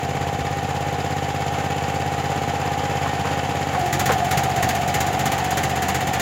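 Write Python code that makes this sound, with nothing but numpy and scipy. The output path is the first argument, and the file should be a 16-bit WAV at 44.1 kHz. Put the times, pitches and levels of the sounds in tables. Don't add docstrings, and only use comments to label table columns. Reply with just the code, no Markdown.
import sys
import numpy as np
from scipy import signal
from scipy.fft import rfft, irfft, next_fast_len
from scipy.io import wavfile
from scipy.ndimage import uniform_filter1d

SR = 44100
rng = np.random.default_rng(int(sys.argv[2]) if len(sys.argv) > 2 else 0)


def transcribe(signal):
    frames = np.atleast_2d(signal).T
    limited = np.clip(frames, -1, 1)
    pcm = np.round(limited * 32767).astype(np.int16)
    wavfile.write(sys.argv[1], SR, pcm)


N = 273860
TIME = np.arange(N) / SR
FFT_SIZE = next_fast_len(N + SR // 4, True)
FFT_HZ = np.fft.rfftfreq(FFT_SIZE, 1 / SR)
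FIRES, EXHAUST_OPENS, INTAKE_OPENS = .1286, .475, .72


def amp(db):
    return 10 ** (np.asarray(db) / 20)


def unit(x):
    return x / np.sqrt(np.mean(x ** 2) + 1e-20)


def curve(rows, at=TIME):
    return np.interp(at, *np.transpose(rows))


def colour(x, spectrum):
    hz, db = np.transpose(spectrum)
    gain = amp(np.interp(np.log(FFT_HZ + 1), np.log(hz), db))
    return irfft(rfft(x, FFT_SIZE) * gain, FFT_SIZE)[:N]


def drift(rate_hz):
    coarse = np.linspace(0, N / SR, 8192)
    hz = np.fft.rfftfreq(len(coarse), coarse[1])
    slow = irfft(rfft(rng.standard_normal(len(coarse))) / (1 + (hz / rate_hz) ** 4))
    return unit(np.interp(TIME, coarse, slow))


def ring(x, notes):
    t = np.arange(SR // 8) / SR
    body = sum(amp(db) * (np.pi * width) ** 2 * t * np.exp(-np.pi * width * t)
               * np.cos(2 * np.pi * hz * t) for hz, width, db in notes)
    return signal.oaconvolve(x, 2 * body / SR)[:N]


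def scatter(x, echo_db, decay_s):
    t = np.arange(SR // 8) / SR
    bounces = rng.standard_normal(len(t)) * np.exp(-t / decay_s) * (t > .002)
    echoes = signal.oaconvolve(x, bounces / np.linalg.norm(bounces))[:N]
    return (x + amp(echo_db) * echoes) / np.sqrt(1 + amp(echo_db) ** 2)


def crank_tone(cycles, multiple, waver):
    return np.cos(2 * np.pi * multiple * cycles + waver * drift(rate_hz=17.7))


# (middle time [s], half length [s], level [dB])
GUSTS = [(.22, 0.09, -33), (.44, 0.066, -29)]

def breeze(steady_db=-51):
    gusts = sum(amp(db) * np.exp(-((TIME - middle) / half) ** 2) for middle, half, db in GUSTS)
    rumble = colour(rng.standard_normal(N), [(20, 8), (90, 1), (160, -18), (400, -45), (2000, -80)])
    return (amp(steady_db) + gusts) * unit(rumble)


# (delay [s], relative level [dB])
ECHOES = [(.0075, -15.5), (0.0221, -13)]

def nearby_echoes(x):
    return sum(amp(db) * np.interp(TIME - delay, TIME, x, left=0) for delay, db in ECHOES)


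def oil_valve(hz=357, start_s=3.81, length_s=.24, fade_s=.03, level_db=-33.5):
    age = TIME - start_s
    held = np.clip(np.minimum(age, length_s - age) / fade_s, 0, 1)
    return amp(level_db) * held * np.sin(2 * np.pi * hz * TIME + .3 * drift(rate_hz=13))


# (time [s], relative level [dB], fade time [s])
KNOCKS = [(.168, -31, .01), (3.058, -24.5, 0.015), (3.246, -28, 0.037), (3.749, -26, 0.015),
          (4.093, -17, 0.02), (4.106, -21, 0.008)]
# (frequency [Hz], relative level [dB])
CHAIN_TONE = [(60, -26), (150, -11), (330, -7), (490, 1), (700, -2), (1100, 0), (1550, -1), (2100, -10),
              (5000, -24), (16000, -42)]
# (frequency [Hz], width [Hz], relative level [dB])
ARM_NOTES = [(190, 160, -1), (490, 110, 3), (720, 100, -3), (930, 90, -4), (1080, 90, -1), (1230, 90, -5),
             (1530, 70, -3.5), (2020, 60, -5.5)]

def chain_knocks(rise_s=.0013):
    blows = sum(amp(db) * np.clip((TIME - start) / rise_s, 0, 1) * np.exp(-abs(TIME - start) / fade)
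                for start, db, fade in KNOCKS)
    rattle = rng.standard_normal(N)
    chain = amp(2.5) * blows * unit(colour(rattle, CHAIN_TONE))
    return chain + amp(14) * ring(blows * rattle, ARM_NOTES)


# (vibrations per cycle [count], relative level [dB], waver [radians])
GEAR_TONES = [(42, -7, .7), (44, -8, 1.1), (46, -5, .9), (48, 0, .4), (50, -9, .8)]
# (frequency [Hz], relative level [dB])
PUMP_CASE = [(600, -41), (670, -3), (705, 2), (810, 1.5), (840, 1), (875, -39), (1000, -44)]
# (time [s], relative level [dB])
WHINE_LEVEL = [(0, -29.5), (2.7, -27.5), (3.73, -28.5), (3.8, -22), (3.95, -26.5), (4.2, -23), (6.21, -27)]

def pump_whine(cycles, evenness=.37, free_throb_db=1.5, loaded_throb_db=2.5):
    load = load_at(TIME)
    gears = sum(amp(db) * crank_tone(cycles, k, waver + .8 * load) for k, db, waver in GEAR_TONES)
    churn = (5.8 + 7.9 * load) * rng.standard_normal(N)
    whine = colour(gears + churn, PUMP_CASE)
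    power = abs(uniform_filter1d(whine ** 2, size=350)) + 1e-6
    whine = whine / power ** (evenness / 2)
    whine = whine / np.sqrt(uniform_filter1d(whine ** 2, size=5000))
    free_db = free_throb_db * np.cos(8 * np.pi * (cycles - .27))
    loaded_db = loaded_throb_db * np.cos(4 * np.pi * (cycles - .28))
    return whine * amp(curve(WHINE_LEVEL) + (1 - load) * free_db + load * loaded_db - .05)


# (frequency [Hz], width [Hz], relative level [dB])
TICK_NOTE = [(4900, 830, 0)]

def tappet_tick(cycles, speed, place=.78, level_db=-51, decay_s=.0094):
    age = ((cycles - place) % 1) / speed
    taps = rng.standard_normal(N) * np.exp(-age / decay_s)
    return amp(level_db) * unit(ring(taps, TICK_NOTE))


# (vibrations per cycle [count], relative level [dB])
HUM_TONES = [(14, -45), (16, -45), (24, -38), (25, -39.5), (28, -40.5), (30, -42), (32, -45), (34, -48)]

def crankcase_hum(cycles):
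    load = load_at(TIME)
    tones = sum(amp(db) * crank_tone(cycles, k, waver=.08 + load) for k, db in HUM_TONES)
    return amp(-.6 - 11 * load) * tones


# (place in the cycle [0-1], boost with no load [dB])
VALVE_MOVES = [(.02, 1), (.6, 3), (.85, 5)]
# (frequency [Hz], relative level [dB])
CLATTER_TONE = [(40, -14), (80, -2.5), (240, 2), (360, -1.5), (620, 4.5), (950, 1), (1300, -1),
                (2000, -2.5), (3000, -5.5), (3800, -12), (5700, -18), (7200, -10.5), (8100, -27),
                (11500, -26.5), (16000, -37)]
# (frequency [Hz], width [Hz], relative level [dB])
COVER_NOTES = [(928, 180, -1.5), (1216, 23, 7.5), (1733, 55, -3.5), (1850, 72, -1.5), (1996, 140, -6),
               (3033, 76, -8)]
# (time [s], level [dB])
CLATTER_LEVEL = [(0, -31), (3.3, -28), (6.21, -27.5)]

def clatter(cycles, move_width_cycles=.09, load_loss=.3):
    grain = rng.standard_normal(N) * amp(.78 * drift(rate_hz=680))
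    flicker_db = .5 * drift(rate_hz=20)
    boost_db = sum(db * np.exp(-(((cycles - place + .5) % 1 - .5) / move_width_cycles) ** 2)
                   for place, db in VALVE_MOVES)
    ticks = grain * amp(boost_db * (1 - load_loss * load_at(TIME)) + flicker_db)
    metal = colour(ticks, CLATTER_TONE) + amp(-3.5) * ring(ticks, COVER_NOTES)
    return unit(scatter(metal, echo_db=-12, decay_s=.0027)) * amp(curve(CLATTER_LEVEL))


# (frequency [Hz], relative level [dB])
GAS_TONE = [(150, 13.5), (500, 0.5), (1000, 1), (1400, 2.5), (1850, 7.5), (2600, 0), (4000, -3),
            (5500, -5.5), (7000, 5), (8200, -8.5), (12000, -5.5), (16000, -8.5)]

def exhaust_rasp(cycles, speed, throttle, rise_s=.0041, bright_decay_s=.014, dull_decay_s=.028):
    lead_cycles = .029
    age = ((cycles - EXHAUST_OPENS + lead_cycles) % 1) / speed
    opening = np.interp(TIME - age, TIME, throttle)
    burst = amp(-12.5) * opening * (1 - np.exp(-(age / rise_s) ** 2))
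    gas = unit(colour(rng.standard_normal(N), GAS_TONE))
    dull = signal.sosfiltfilt(signal.butter(2, 5500, fs=SR, output="sos"), gas)
    bright = gas - dull
    puffs = burst * (dull * np.exp(-age / dull_decay_s) + bright * np.exp(-age / bright_decay_s))
    return scatter(puffs, echo_db=-13, decay_s=.01)


# (time [s], load [0-1])
LOAD = [(3.68, 0.05), (3.82, 0.9)]

def load_at(times):
    return curve(LOAD, times)


# (time [s], speed [cycles per second])
SPEED = [(0, 16.736), (3.696, 16.775), (3.895, 14.333), (4.026, 15.777), (6.21, 15.982)]

def speed_control(swing_from_s=4.026, swings_per_s=3.267, swing_size_hz=.807, settle_s=1.704):
    since = np.maximum(TIME - swing_from_s, 0)
    swing = swing_size_hz * np.exp(-since / settle_s) * np.sin(2 * np.pi * swings_per_s * since)
    speed = curve(SPEED) + swing
    lag_s, hard_pull_hz_per_s = .018, 11.4
    speeding_up = np.interp(TIME - lag_s, TIME, np.gradient(speed) * SR)
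    pull = np.tanh(speeding_up / hard_pull_hz_per_s)
    throttle = np.clip(.065 + load_at(TIME) * (.43 + .37 * pull), 0, 1)
    return speed, throttle


def strokes(cycles, place, loaded_db, unevenness, jitter):
    times = np.interp(np.arange(int(cycles[-1] - place) + 1) + place, cycles, TIME)
    load = load_at(times)
    size, late = rng.standard_normal((len(times), 2)).T
    times = times + jitter * (.03 + .6 * load) * late
    samples = np.clip(np.round(times * SR).astype(int), 0, N - 1)
    push = amp(loaded_db * load + unevenness * (.3 + .3 * load) * size)
    return np.bincount(samples, push, N) * N / cycles[-1] / 2


# (frequency [Hz], width [Hz], relative level [dB])
SILENCER_NOTES = [(87.7, 66, -35), (126.4, 41, -30), (315, 87, -41.5), (405.5, 123, -42.5), (469, 23, -42)]
AIR_BOX_NOTES = [(84, 81, -33), (183, 51, -37.5), (290, 102, -45), (393.6, 51, -47.5)]
FRAME_NOTES = [(90, 106, -35.5), (163, 120, -40), (280, 130, -46)]

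def engine_throb(cycles, free_shake=.33):
    pushes = strokes(cycles, EXHAUST_OPENS, loaded_db=-3.5, unevenness=.5, jitter=.0004)
    gulps = strokes(cycles, INTAKE_OPENS, loaded_db=-.2, unevenness=1.2, jitter=.0006)
    firings = strokes(cycles, FIRES, loaded_db=1.7, unevenness=-1, jitter=.0016)
    exhaust = amp(1.02) * ring(pushes, SILENCER_NOTES)
    intake = amp(1.74) * ring(gulps, AIR_BOX_NOTES)
    frame = (free_shake + (1 - free_shake) * load_at(TIME)) * ring(firings, FRAME_NOTES)
    bass_cut = signal.butter(1, 55, "high", fs=SR)
    return signal.lfilter(*bass_cut, signal.lfilter(*bass_cut, intake - exhaust + frame))


def scene(wander_cycles=.006):
    speed, throttle = speed_control()
    cycles = np.cumsum(speed) / SR + wander_cycles * drift(rate_hz=2.55)
    beat = engine_throb(cycles)
    engine = amp(-.88) * (beat + nearby_echoes(beat)) + crankcase_hum(cycles) + clatter(cycles)
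    engine += exhaust_rasp(cycles, speed, throttle) + tappet_tick(cycles, speed)
    return (engine + pump_whine(cycles) + oil_valve() + chain_knocks() + breeze())[None]


def record(dry, lowest_hz=55, highest_hz=16100):
    thin = signal.sosfiltfilt(signal.butter(3, lowest_hz, "high", fs=SR, output="sos"), dry)
    treble_cut = signal.firwin(511, highest_hz, window=("kaiser", 9), fs=SR)
    return signal.oaconvolve(thin, treble_cut[None], "same")


dry = scene()
out = record(dry)
transcribe(out)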